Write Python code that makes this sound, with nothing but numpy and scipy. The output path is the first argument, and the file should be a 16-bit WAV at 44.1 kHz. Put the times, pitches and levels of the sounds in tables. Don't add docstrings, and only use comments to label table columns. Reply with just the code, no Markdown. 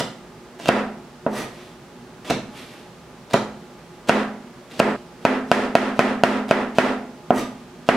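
import sys
import numpy as np
from scipy import signal
from scipy.fft import rfft, irfft, next_fast_len
from scipy.io import wavfile
from scipy.ndimage import uniform_filter1d

SR = 44100
rng = np.random.default_rng(int(sys.argv[2]) if len(sys.argv) > 2 else 0)


def output_pcm(signal):
    pcm = np.clip(np.atleast_2d(signal).T, -1, 1) * 32767
    wavfile.write(sys.argv[1], SR, np.round(pcm).astype(np.int16))


N = 351036
TIME = np.arange(N) / SR
SPLICE_S = 4.963


def amp(db):
    return 10 ** (np.asarray(db) / 20)


def unit(x):
    return x / np.sqrt(np.mean(x ** 2) + 1e-20)


def along(points, hz):
    point_hz, value = np.transpose(points)
    return np.interp(np.log(hz + 1), np.log(point_hz), value)


def filtered(x, response):
    size = x.shape[-1]
    padded = next_fast_len(size + 8192)
    hz = np.fft.rfftfreq(padded, 1 / SR)
    return irfft(rfft(x, padded) * response(hz), padded)[..., :size]


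def coloured(x, points):
    return unit(filtered(x, lambda hz: amp(along(points, hz))))


def add(track, start_s, sound):
    start = round(start_s * SR)
    limit = round(SPLICE_S * SR) if start_s < SPLICE_S else N
    first = max(start, 0)
    stop = min(start + sound.shape[-1], limit)
    if stop > first:
        track[..., first:stop] += sound[..., first - start:stop - start]


def ring(modes, wander=0):
    hz, db, t60 = np.transpose(modes)[:, :, None]
    t = TIME[:min(SR, round(2 * t60.max() * SR))]
    hz = hz * (1 + wander * rng.uniform(-1.22, 1, hz.shape))
    level = amp(db + 1.6 * rng.standard_normal(db.shape))
    decay = np.exp(-np.log(1000) * t / t60)
    sound = np.sum(level * decay * np.sin(2 * np.pi * hz * t), axis=0)
    return np.pad(sound, (0, SR - len(t)))


def grains(rate):
    return (rng.random(N) < rate / SR) * rng.laplace(size=N)


def strokes(rows):
    total = np.zeros(N)
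    for middle_s, spread_s, db in rows:
        total += amp(db) * np.exp(-((TIME - middle_s) / spread_s) ** 2 / 2)
    return total


# frequency in Hz, side over mid in dB.
STEREO_WIDTH = [(100, -17), (400, -15.5), (1200, -8), (3000, -4.5), (8000, -1)]


def diffuse(size):
    mid, side = rng.standard_normal((2, size))
    side = filtered(side, lambda hz: amp(along(STEREO_WIDTH, hz)))
    return np.array([mid + side, mid - side])


# frequency in Hz, time to fall by 60 dB in seconds.
KITCHEN_DECAY = [(100, 0.75), (250, 0.48), (1000, 0.5), (3000, 0.41), (8000, 0.39), (15000, 0.3)]


def echo(colour):
    hz, t, spectrum = signal.stft(coloured(diffuse(size=SR), colour), SR, nperseg=256)
    decay = np.exp(-np.log(1000) * t / along(KITCHEN_DECAY, hz)[:, None])
    tail = signal.istft(spectrum * decay, SR, nperseg=256)[1][:, :SR]
    tail = tail * (1 - np.exp(-(TIME[:SR] / .003) ** 2))
    return unit(tail) / np.sqrt(SR)


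# frequency in Hz, relative level in dB per Hz.
AIR_COLOUR = [(25, -22), (45, -0.5), (65, 2.5), (85, -10.5), (125, -1.5), (170, -2), (250, -2.5), (310, -8),
              (380, -3.5), (550, -8.5), (1200, -13), (2200, -19.5), (6000, -27), (16000, -38)]
# frequency in Hz, level in dB.
APPLIANCE_LINES = [(166.9, -55), (242.2, -52.5), (360.7, -52), (597.5, -59.5), (839.8, -58.5), (1211, -63)]


def room_tone(air_db=-44, hum_db=0, waver_hz=7):
    def lines(hz):
        return sum(amp(db) / (1 + ((hz - centre) / waver_hz) ** 2) for centre, db in APPLIANCE_LINES)

    drone = unit(filtered(rng.standard_normal(N), lines))
    drone = drone * np.linalg.norm([amp(db) for _, db in APPLIANCE_LINES])
    air = coloured(diffuse(size=N), AIR_COLOUR)
    return amp(air_db) * air + amp(hum_db) * drone


# contact in seconds, force in dB,
# wait for the fastest moment in seconds, spread of the stroke in seconds, scrape level in dB.
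SWEEPS = [(1.2645, 0, 0.12, 0.036, -29.5), (7.3058, 5, 0.079, 0.028, -29.5)]
# frequency in Hz, relative level in dB per Hz.
EDGE_COLOUR = [(100, -4.5), (250, 3.5), (600, 5.5), (1300, -3.5), (2500, -5.5), (4500, -11.5), (7000, -15),
               (11000, -22.5), (15500, -20)]
# frequency in Hz, width in Hz, level of the added resonance in dB.
BLADE_MODES = [(1220, 62, 11), (1904, 100, 5.5), (5940, 97, 4.5), (6170, 84, -2), (7870, 120, 6),
               (8900, 120, 12), (10000, 220, 13.5), (11320, 140, 13), (11800, 150, 6)]
# middle in seconds, spread in seconds, level in dB.
SLIDES = [(1.6, .075, -49.5), (2.585, 0.033, -44), (2.70, 0.097, -48.5), (4.715, 0.0083, -46),
          (7.6, 0.024, -57)]
# frequency in Hz, relative level in dB.
SLIDE_COLOUR = [(60, -22), (200, 10), (600, 2.5), (1400, 0), (2500, 0), (3400, 0), (4600, -5.5),
                (7000, -11), (11500, -10), (16000, -25)]


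def scraping():
    def steel(hz):
        return 1 + sum(amp(db) / (1 + (2 * (hz - centre) / width) ** 2)
                       for centre, width, db in BLADE_MODES)

    rasp = unit(filtered(coloured(grains(rate=12000), EDGE_COLOUR), steel))
    scrapes = [(s + wait_s, spread_s, db) for s, _, wait_s, spread_s, db in SWEEPS]
    sliding = coloured(grains(rate=14000), SLIDE_COLOUR)
    return strokes(scrapes) * rasp + strokes(SLIDES) * sliding


# frequency in Hz, level in dB, 60 dB decay in seconds.
BOARD_MODES = [(273, -15.5, .05), (690, -4.5, .034), (831, -20, .029), (984, -15, .044), (1342, -11, .016),
               (1520, -17, .03), (1950, -23, .03), (2719, -12.5, .022), (3050, -20, .02), (4850, -23, .014)]
# frequency in Hz, level in dB, 60 dB decay in seconds.
BODY_MODES = [(160, -30, 0.034), (231, -36.5, 0.099), (389, -26.5, 0.082), (548, -27.5, 0.11)]


def board_knock(flatness=0, wander=0, thud_db=13, bass_hz=170):
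    knock = ring(BOARD_MODES, wander)
    knock = knock + flatness * amp(thud_db) * ring(BODY_MODES, wander)
    return signal.lfilter(*signal.butter(2, bass_hz, "high", fs=SR), knock)


# contact in seconds, force in dB,
# flatness of the landing from 0 to 1, time in the flesh in seconds, crunch level at the board in dB.
CHOPS = [(.008, -8, 0.4, 0.026, -35), (0.6896, 10.5, 0.6, 0.1, -38), (2.3089, -6.5, .3, 0.063, -36),
         (3.342, 2, 1, 0.043, -40.5), (4.0944, 11.5, 0.16, 0.022, -34.5), (4.801, 10.5, 0.7, .097, -42.5),
         (5.2518, 10, 0.33, 0.037, -49), (5.5157, 13, 0, 0.048, -47.5), (5.7532, 12.5, 0.1, .02, -58),
         (5.9925, 12, 0.23, .035, -42.5), (6.2362, 13.5, 0.2, .02, -62), (6.5110, 10, 0.32, 0.029, -37),
         (6.785, 12.5, 0.16, 0.036, -37.5), (7.8893, 9, 0.2, 0.025, -42.5)]
# start in seconds, level in dB.
SNAPS = [(.5995, -24.5), (.6580, -14), (.6747, -12.5), (.6868, -10), (2.2996, -13.5), (3.3105, -26),
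         (3.3358, -15), (4.797, -9.5), (6.491, -20)]
# frequency in Hz, relative level in dB per Hz.
FLESH_COLOUR = [(40, -28), (90, -15), (200, 13), (600, 8), (1500, 0), (3000, 2), (5000, -5), (8000, -8.5),
                (12000, -16), (16000, -20)]


def crunch(snap_db=-5, knock_db=-3, sink_db=3, skin_db=-21, skin_s=0.008):
    pressure, snaps = np.zeros(N), np.zeros(N)
    for s, _, _, cut_s, db in CHOPS:
        to_go = TIME[:max(round(cut_s * SR), 2)][::-1]
        flesh = amp(db - sink_db * to_go / cut_s)
        skin = amp(skin_db) * (to_go < skin_s) if s < SPLICE_S else 0
        add(pressure, s - cut_s, flesh + skin)
    for s, db in SNAPS:
        tear = coloured(rng.standard_normal(SR), FLESH_COLOUR) * np.exp(-TIME[:SR] / 0.0011)
        add(snaps, s, amp(db) * (amp(snap_db) * tear - amp(knock_db) * board_knock()))
    pressure = uniform_filter1d(pressure, size=64)
    return snaps + pressure * coloured(grains(rate=9000), FLESH_COLOUR)


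# frequency in Hz, level in dB, 60 dB decay in seconds.
STANDING_MODES = [(212.2, -21.5, 0.63), (243.8, -34.5, 0.86), (260, -28.5, 0.64), (360.4, -23, 0.28),
                  (419, -27.5, 0.58), (688, -35.5, 0.7), (856, -25.5, 0.21), (970, -35, 0.58),
                  (1372, -33.5, 0.51), (1820, -38, 0.53), (2000, -30.5, 0.36)]
# frequency in Hz, change in dB.
MOVED_MICROPHONE = [(212, -3.5), (250, 5.5), (355, -1)]


def standing_waves(s):
    modes = [(hz, db + (s > SPLICE_S) * along(MOVED_MICROPHONE, hz), t60)
             for hz, db, t60 in STANDING_MODES]
    return ring(modes)


def blows(contact_hz=2280, set_down_hz=860, set_down_flatness=0.14, hardening=0.32, dulling_db=-4):
    contacts = [(s, db, flatness, contact_hz) for s, db, flatness, *_ in CHOPS]
    contacts += [(s, db, set_down_flatness, set_down_hz) for s, db, *_ in SWEEPS]
    return [(s, db, flatness, hz * amp(hardening * db + dulling_db * flatness))
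            for s, db, flatness, hz in contacts]


# frequency in Hz, relative level in dB per Hz.
ROOM_COLOUR = [(30, -10.5), (90, -12.5), (160, -11.5), (250, -1), (450, 1), (700, 1), (1100, -4),
               (1600, -4.5), (2600, -9.5), (4000, -15), (7000, -15), (11000, -9.5), (16000, -10)]


def chops(room_db=14.0, standing_db=-2, change=0.69, click_db=-22, near_walls=1.0, near_s=0.012):
    out, usual, t = np.zeros((2, N)), echo(ROOM_COLOUR), TIME[:SR]
    for s, db, flatness, corner_hz in blows():
        click = amp(click_db) * np.exp(-t / 0.00097) * diffuse(size=SR)
        direct = board_knock(flatness, wander=.05) + click
        room = amp(room_db) * (usual + change * echo(ROOM_COLOUR)) / np.hypot(1, change)
        room = room * (1 + near_walls * np.exp(-t / near_s))
        standing = amp(standing_db) * standing_waves(s) * (1 - np.exp(-t / 0.02))
        contact = signal.butter(2, min(corner_hz, SR / 3), fs=SR)
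        add(out, s, amp(db) * signal.lfilter(*contact, direct + room + standing))
    return out


def scene(wet_db=-1):
    small = crunch() + scraping()
    small_echo = echo([(100, 6.5), (1000, -1.0), (4000, 2.5), (14000, -4)])
    walls = signal.fftconvolve(small[None], small_echo, axes=1)[:, :N]
    pan = amp([[-.7], [.7]])
    return (chops() + small + amp(wet_db) * walls + room_tone()) * pan


# frequency in Hz, gain in dB.
BASS_CUT = [(75, -8), (130, 0)]


def record(dry, release_db_per_s=105, threshold_db=.3, attack_s=.00095, top_hz=15900):
    level_db = 20 * np.log10(np.abs(dry).max(axis=0) + 1e-9)
    over_db = np.maximum(level_db - threshold_db, 0)
    recovery_db = release_db_per_s * TIME
    held_db = np.maximum.accumulate(over_db + recovery_db) - recovery_db
    lag = np.exp(-1 / (attack_s * SR))
    cut_db = signal.lfilter([1 - lag], [1, -lag], held_db)
    clipped = np.clip(dry * amp(-cut_db), -1, 1)
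    rounded = uniform_filter1d(clipped, size=2, axis=1)
    return filtered(rounded, lambda hz: amp(along(BASS_CUT, hz)) * (hz < top_hz))


dry = scene()
out = record(dry)
output_pcm(out)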